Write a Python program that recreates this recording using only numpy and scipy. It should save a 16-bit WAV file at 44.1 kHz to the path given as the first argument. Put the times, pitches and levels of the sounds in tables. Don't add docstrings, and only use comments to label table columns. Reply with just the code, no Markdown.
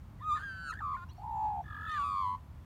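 import sys
import numpy as np
from scipy import signal
from scipy.fft import rfft, irfft, next_fast_len
from scipy.io import wavfile
from scipy.ndimage import map_coordinates

SR = 44100
rng = np.random.default_rng(int(sys.argv[2]) if len(sys.argv) > 2 else 0)


def waveform_to_disk(signal):
    frames = np.transpose(np.atleast_2d(signal))
    scaled = np.clip(frames, -1, 1) * 32767
    samples = np.round(scaled).astype(np.int16)
    wavfile.write(sys.argv[1], SR, samples)


def rack_gain(trim_db):
    fader = np.asarray(trim_db, float)
    return 10 ** (fader / 20)


N = 116865


def unit(x):
    return x / np.sqrt(np.mean(np.abs(x) ** 2) + 1e-20)


def along(points, hz):
    f, v = np.transpose(points)
    return np.interp(np.log(hz + 1), np.log(f + 1), v)


def wobble(rate, n):
    return map_coordinates(rng.standard_normal(int(n * rate / SR) + 4), [np.arange(n) * rate / SR])


def filtered(x, response):
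    m = next_fast_len(N + SR // 2)
    return irfft(rfft(x, m) * response(np.fft.rfftfreq(m, 1 / SR)), m)[:N]


def bright_only(x):
    return filtered(x, lambda hz: hz ** 4 / (hz ** 4 + 8400.0 ** 4))


def turns(hz):
    return 2 * np.pi * np.cumsum(hz) / SR


def add(track, s, x):
    track[round(s * SR):][:len(x)] += x


def noise(spectrum):
    return unit(filtered(rng.standard_normal(N), lambda hz: rack_gain(along(spectrum, hz))))


# (frequency [Hz], level [dB per Hz])
TRAFFIC = [(12, -58.5), (20, -38), (43, -3), (83, 1.5), (312, -20.5), (403, -29.5), (600, -31.5),
           (780, -35.5), (1320, -120)]


def traffic():
    rumble = rack_gain(-49 + 0.8 * wobble(3.7, N)) * noise(TRAFFIC)
    drone_hz, width_hz = 84, 6
    hum = filtered(rng.standard_normal(N), lambda hz: 1 / (1 + ((hz - drone_hz) / width_hz) ** 2))
    return rumble + rack_gain(-57 + 1.3 * wobble(4.1, N)) * unit(hum)


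# (frequency [Hz], level [dB per Hz])
LEAVES = [(400, -9), (1000, 1.5), (1600, -8), (5000, -21), (10300, -26), (15500, -23.5)]


def leaves():
    return rack_gain(-65.5 + 0.067 * wobble(0.83, N)) * noise(LEAVES)


# (time [s], level [dB])
TICKS = [
    (1.133, -57.5),
    (.295, -66),
    (.894, -68),
]


def twigs():
    out, t = np.zeros(N), np.arange(SR // 50) / SR
    for s, db in TICKS:
        add(out, s, rack_gain(db - 60 * t / 0.012) * rng.standard_normal(len(t)))
    return bright_only(out)


def trees(x):
    t60_s = 0.36
    t = np.arange(SR // 2) / SR
    tail = rng.standard_normal(len(t)) * rack_gain(-60 * t / t60_s) * (t > 0.01)
    return signal.fftconvolve(x, tail / np.linalg.norm(tail))[:N]


# (time [s], length [s], start pitch [Hz], end pitch [Hz], level [dB])
CHIRPS = [
    (1.085, 0.026, 2720, 2950, -63),
    (1.089, 0.05, 3700, 4520, -64),
    (1.125, .12, 4450, 4400, -75),
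    (1.085, .04, 3100, 3400, -70),
    (1.615, .03, 5400, 6200, -76),
    (1.156, 0.044, 5300, 5800, -75),
    (1.905, .035, 2500, 3350, -61),
]


def small_bird():
    out = np.zeros(N)
    for s, length, start_hz, end_hz, db in CHIRPS:
        u = np.arange(0, length, 1 / SR) / length
        glide = start_hz + (end_hz - start_hz) * u ** 0.83
        phase = turns(glide * (1 + 0.02 * wobble(300, len(u))))
        octave = (start_hz < 3000) * rack_gain(-2.5) * np.sin(2 * phase)
        add(out, s, rack_gain(db) * np.sin(np.pi * u) * (np.sin(phase) + octave))
    return out


# (middle time [s], length [s], pitch [Hz], level [dB])
BREAKS = [(.2, 0.035, 1910, -62), (0.225, 0.045, 1724, -59), (0.232, .07, 3650, -66.5),
          (0.31, .05, 3920, -63), (0.952, 0.049, 2147, -56), (0.375, 0.046, 1700, -42.5),
          (0.434, 0.035, 1160, -48), (0.729, 0.012, 1024, -45.5), (0.809, 0.01, 886, -42),
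          (1.091, 0.1105, 990, -62), (1.778, .24, 948, -61.5)]


def voice_breaks(tone):
    for s, length, hz, db in BREAKS:
        t = np.arange(0, length, 1 / SR)
        slip = np.sin(turns(hz * (1 + 0.0448 * wobble(100, len(t)))))
        add(tone, s - length / 2, rack_gain(db) * np.sin(np.pi * t / length) * slip)


# (time [s], half length [s], roughness [0-1])
RASPS = [
    (0.399, 0.035, 0.69),
    (0.743, 0.022, 0.48),
    (1.211, 0.0306, 0.2),
    (1.981, .06, 0.11),
]


def cracking(t):
    return sum(more * np.exp(-((t - at) / half) ** 2) for at, half, more in RASPS)


def overtones(size, effort, phase, hz, beak_hz, beak_db, tilt_db):
    k = np.arange(2, 13)[:, None]
    beak_width_hz = 360
    gain_db = tilt_db * (k - 2) + beak_db / (1 + ((k * hz - beak_hz) / beak_width_hz) ** 2)
    gain_db = gain_db + 2.5 * np.array([wobble(15, len(hz)) for _ in k])
    loudness = rack_gain(gain_db) * effort ** (0.089 + 0.12 * (k - 2))
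    return size * np.sum(loudness * np.sin(k * phase + k * k) * (k * hz < 16000), 0)


# (frequency [Hz], gain [dB])
OVERTONE_COLOUR = [(3600, 1), (4700, 1.5), (5250, -17.5), (7300, -1), (8000, -16.5), (8900, -1), (10300, -22),
                   (11000, -18.5)]


def colour_overtones(x):
    return filtered(x, lambda hz: rack_gain(along(OVERTONE_COLOUR, hz)))


def two_sides(low, high, rough, cracks, beat, skirt):
    n = len(beat)
    rough_hz = 412
    rasp = (rough + cracks) * (wobble(rough_hz, n) + 1j * wobble(rough_hz, n))
    shape = 1 + low + high + 0.18 * (low ** 2 + high ** 2) + rasp
    return shape + skirt * sum(0.67 ** k * rack_gain(3 * wobble(30, n)) * beat ** (k + 2) for k in range(5))


# (time [s], pitch [Hz], level [dB])
WHISTLE = [(0.196, 1100, -73), (.21, 981, -48.5), (0.228, 1227, -43), (.285, 1250, -30), (0.325, 1189, -25),
           (0.354, 1246, -29.5), (0.372, 1239, -35.5), (0.399, 1176, -50.5), (0.421, 1167, -75)]
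# (time [s], pitch [Hz], level [dB], beat [Hz], line below [dB], line above [dB])
CAROL = [(.375, 1457, -52, 296, -29, 5.5), (.405, 1516, -46.5, 300, 1.5, -12.5),
         (.44, 1640, -38.5, 256.7, -29, -26), (.495, 1567, -39, 219.1, -15.5, -21),
         (.55, 1533, -43.5, 201.7, -11.5, -13.5), (.63, 1512, -43.5, 150.7, -7, -12.5),
         (.685, 1463, -41, 135.2, -3, -1.5), (.712, 1358, -38.5, 81.3, 3.5, -18),
         (.728, 1424, -63, 69, 15.5, -32)]
# (time [s], pitch [Hz], level [dB])
TRILL = [(0.72, 1810, -64), (0.728, 1838, -41), (0.74, 1510, -49.5), (0.771, 1646, -51),
         (0.794, 1797, -46.5), (0.813, 1416, -48)]
# (time [s], pitch [Hz], level [dB], beat [Hz], line below [dB], line above [dB])
WARBLE = [(.805, 1292, -48.5, 80, -19.5, -41), (.82, 1231, -40, 83.6, -2, -2),
          (.845, 1176, -34.5, 81.8, -11.5, -5), (.88, 1138, -35.5, 94, -5, -5.5),
          (.925, 1129, -37.5, 77, -4.5, 2.5), (.955, 1075, -35, 71, -6, -4.5),
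          (.972, 1000, -48, 69.2, -14, 2)]
# (time [s], pitch [Hz], level [dB], beat [Hz], line below [dB], line above [dB])
CROAK = [(.965, 998, -52.5, 362, -16, 9.5), (.98, 1064, -44, 408, -30, -4.5),
         (1.0, 1040, -45.5, 332, -32.5, -7.5), (1.04, 1062, -46, 364, -38, 0),
         (1.055, 1090, -68.5, 380, -25, -22)]
# (time [s], pitch [Hz], level [dB], beat [Hz], line below [dB], line above [dB])
PURR = [(1.18, 746, -55.5, 41.8, 4, 2), (1.22, 791, -53, 52, -5, 4), (1.245, 905, -50, 60.3, 8, 6),
        (1.285, 927, -39.5, 60.55, -1.5, -14.5), (1.36, 880.6, -35.5, 66.6, -3, -9.5),
        (1.46, 856.5, -29, 66.2, -11.5, -10.5), (1.51, 841, -33.5, 62.3, -9.5, -12),
        (1.61, 794, -39.5, 73.8, -1, 1), (1.632, 724, -72, 67.5, 3, -24)]
# (time [s], pitch [Hz], level [dB], beat [Hz], line below [dB], line above [dB])
HIGH_ROLL = [(1.64, 1764, -62, 44.54, 3.5, -1.5), (1.75, 1684, -50.5, 46.86, 2.5, 0),
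             (1.87, 1737, -44, 46.45, -4, -12.5), (1.93, 1822, -41.5, 44, -16, -42),
             (1.97, 1700, -39.5, 45, -27, -33), (1.99, 1446, -45, 45, -25, -16),
             (2.002, 1450, -73, 45.3, -53, -41)]
# (time [s], pitch [Hz], level [dB])
LOW_ROLL = [(1.655, 1250, -65), (1.708, 1253, -50.5), (1.759, 1205, -48), (1.802, 1275, -48.5),
            (1.861, 1305, -44), (1.886, 1292, -43)]
# (time [s], pitch [Hz], level [dB], beat [Hz], line below [dB], line above [dB])
FALL = [(1.865, 1320, -47, 422, -20, -33), (1.885, 1270, -37, 427, -59, -40),
        (1.985, 1175, -31.5, 321.7, -39, -41), (2.0, 1150, -28.5, 276.6, -26.5, -17.5),
        (2.02, 1132, -30, 274.7, -24, -17), (2.04, 1150, -30.5, 139, -17, -10.5),
        (2.09, 1142, -34, 96.9, -12, -3), (2.2, 1067, -32.5, 96, -12.5, -1.5),
        (2.27, 993, -31, 99.9, -21, -6.5), (2.355, 1006, -35.5, 88.8, -9.5, -6.5),
        (2.385, 1010, -80, 98, -24, 11)]
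# (note, flutter kind [turns: 0 level, 0.5 pitch], beat start [turns], overtones [dB],
# gain at the beak resonance [dB])
SONG = [
    ([r + (420, -55, -55) for r in WHISTLE], 0.46, 0.045, -26.5, 9.3),
    (CAROL, 0.22, 0.22, -22.5, 3.8),
    ([r + (55, -3, -3) for r in TRILL], 0.18, 0.025, -20.5, 1.72),
    (WARBLE, 0.51, 0.069, -29, 15),
    (CROAK, 0.11, 0.093, -21, 2.5),
    (PURR, 0.51, 0.049, -44.5, 27.3),
    (HIGH_ROLL, 0.17, 0.16, -12.5, 5.2),
    ([r + (45, -5, -5) for r in LOW_ROLL], 0.21, 0.53, -40, 4.8),
    (FALL, 0.22, 0.075, -24, 5.9),
]
ROUGH = (.015, .05, .35, .05, .05, .04, .12, .2, .025)
BEAK_HZ = (3650, 4650, 3500, 7300, 2450, 7000, 3550, 3600, 8800)
# (main [dB], lower side [dB], upper side [dB], pulsing with the flutter [0-1],
# blur [radians], tilt [dB per overtone], brightening over the note [dB])
OWN = [(-31, -90, -92, 0.16, .03, -0.5, 5.5), (-21.5, -23, -48, 0, 0.16, -0.82, 10.5),
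       (-57, -93, -90, 0.9, .4, -5, -1.5), (-40, -92, -90, .6, 0.37, -2, 6),
       (-36.5, -90, -39, 0, .1, -2.5, -5), (-39.5, -92, -92.5, 1, 0.39, -4.5, 3),
       (-22.5, -94, -94, 1, 0.36, -6.5, 7), (-43, -90, -90, 1, 0.17, -1, -2),
       (-32, -38, -27.5, 0, 0.16, -2, -15.5)]
SKIRT = (0.001, 0.013, 0.051, 0.021, 0.001, 0.043, 0.13, 0.25, 0.013)


def magpie():
    flow, peak, bright, over = np.zeros((4, N), complex) + 1e-9
    for (rows, twist, start, over_db, beak_db), rough, beak_hz, own, skirt in zip(SONG, ROUGH, BEAK_HZ, OWN, SKIRT):
        s, *cols = np.transpose(rows)
        t = np.arange(s[0], s[-1], 1 / SR)
        n = len(t)
        hz, db, beat_hz, below_db, above_db = [np.interp(t, s, c) for c in cols]
        beat = np.exp(1j * (turns(beat_hz) + 2 * np.pi * start))
        low = rack_gain(below_db) * np.exp(2j * np.pi * twist) / beat
        high = rack_gain(above_db) * beat
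        cracks = cracking(t)
        shape = two_sides(low, high, rough, cracks, beat, skirt)
        fade = np.clip(np.minimum(t - t[0], t[-1] - t) / 0.0011, 0, 1)
        size = rack_gain(db) * fade
        phase = turns(hz * (1 + 0.0028 * wobble(40.5, n)))
        add(flow, s[0], size * shape * np.exp(1j * phase))
        most = size * (1 + np.abs(low) + np.abs(high))
        add(peak, s[0], most)
        add(bright, s[0], most * rack_gain(over_db))

        main_db, low_db, high_db, pulsing, blur, tilt_db, swell_db = own
        swell = swell_db * np.linspace(-0.5, 0.5, n)
        sides = ((np.abs(shape), main_db, pulsing, hz),
                 (low, low_db, 0.44, hz - beat_hz),
                 (high, high_db, 0.44, hz + beat_hz))
        for side, side_db, grows, side_hz in sides:
            angle = phase + np.angle(side) + (blur + 0.77 * cracks) * wobble(412, n)
            side_size = size * rack_gain(side_db + swell) * np.abs(side) ** grows
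            ladder = overtones(side_size, most / most.max(), angle, side_hz, beak_hz, beak_db, tilt_db)
            add(over, s[0], ladder)

    bright, opening, peak = (bright / peak).real, flow / peak, peak.real
    mixed = sum(rack_gain(-3 * (k - 1)) * (opening ** k).imag for k in range(2, 7))
    over = over.real + peak * bright * rack_gain(-0.5) * mixed
    breath = peak * bright * rack_gain(-22.5) * rng.standard_normal(N)
    over = over + peak * cracking(np.arange(N) / SR) * rack_gain(-15.5) * rng.standard_normal(N)
    tone = flow.imag.copy()
    voice_breaks(tone)
    return tone + bright_only(breath) + colour_overtones(over)


def scene():
    background = traffic() + leaves() + twigs()
    birds = magpie() + small_bird()
    return (birds + rack_gain(-24) * trees(birds) + background)[None]


def low_pass(x):
    return signal.sosfilt(signal.butter(12, 15640, fs=SR, output="sos"), x)


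def record(dry):
    return low_pass(dry)


dry = scene()
out = record(dry)
waveform_to_disk(out)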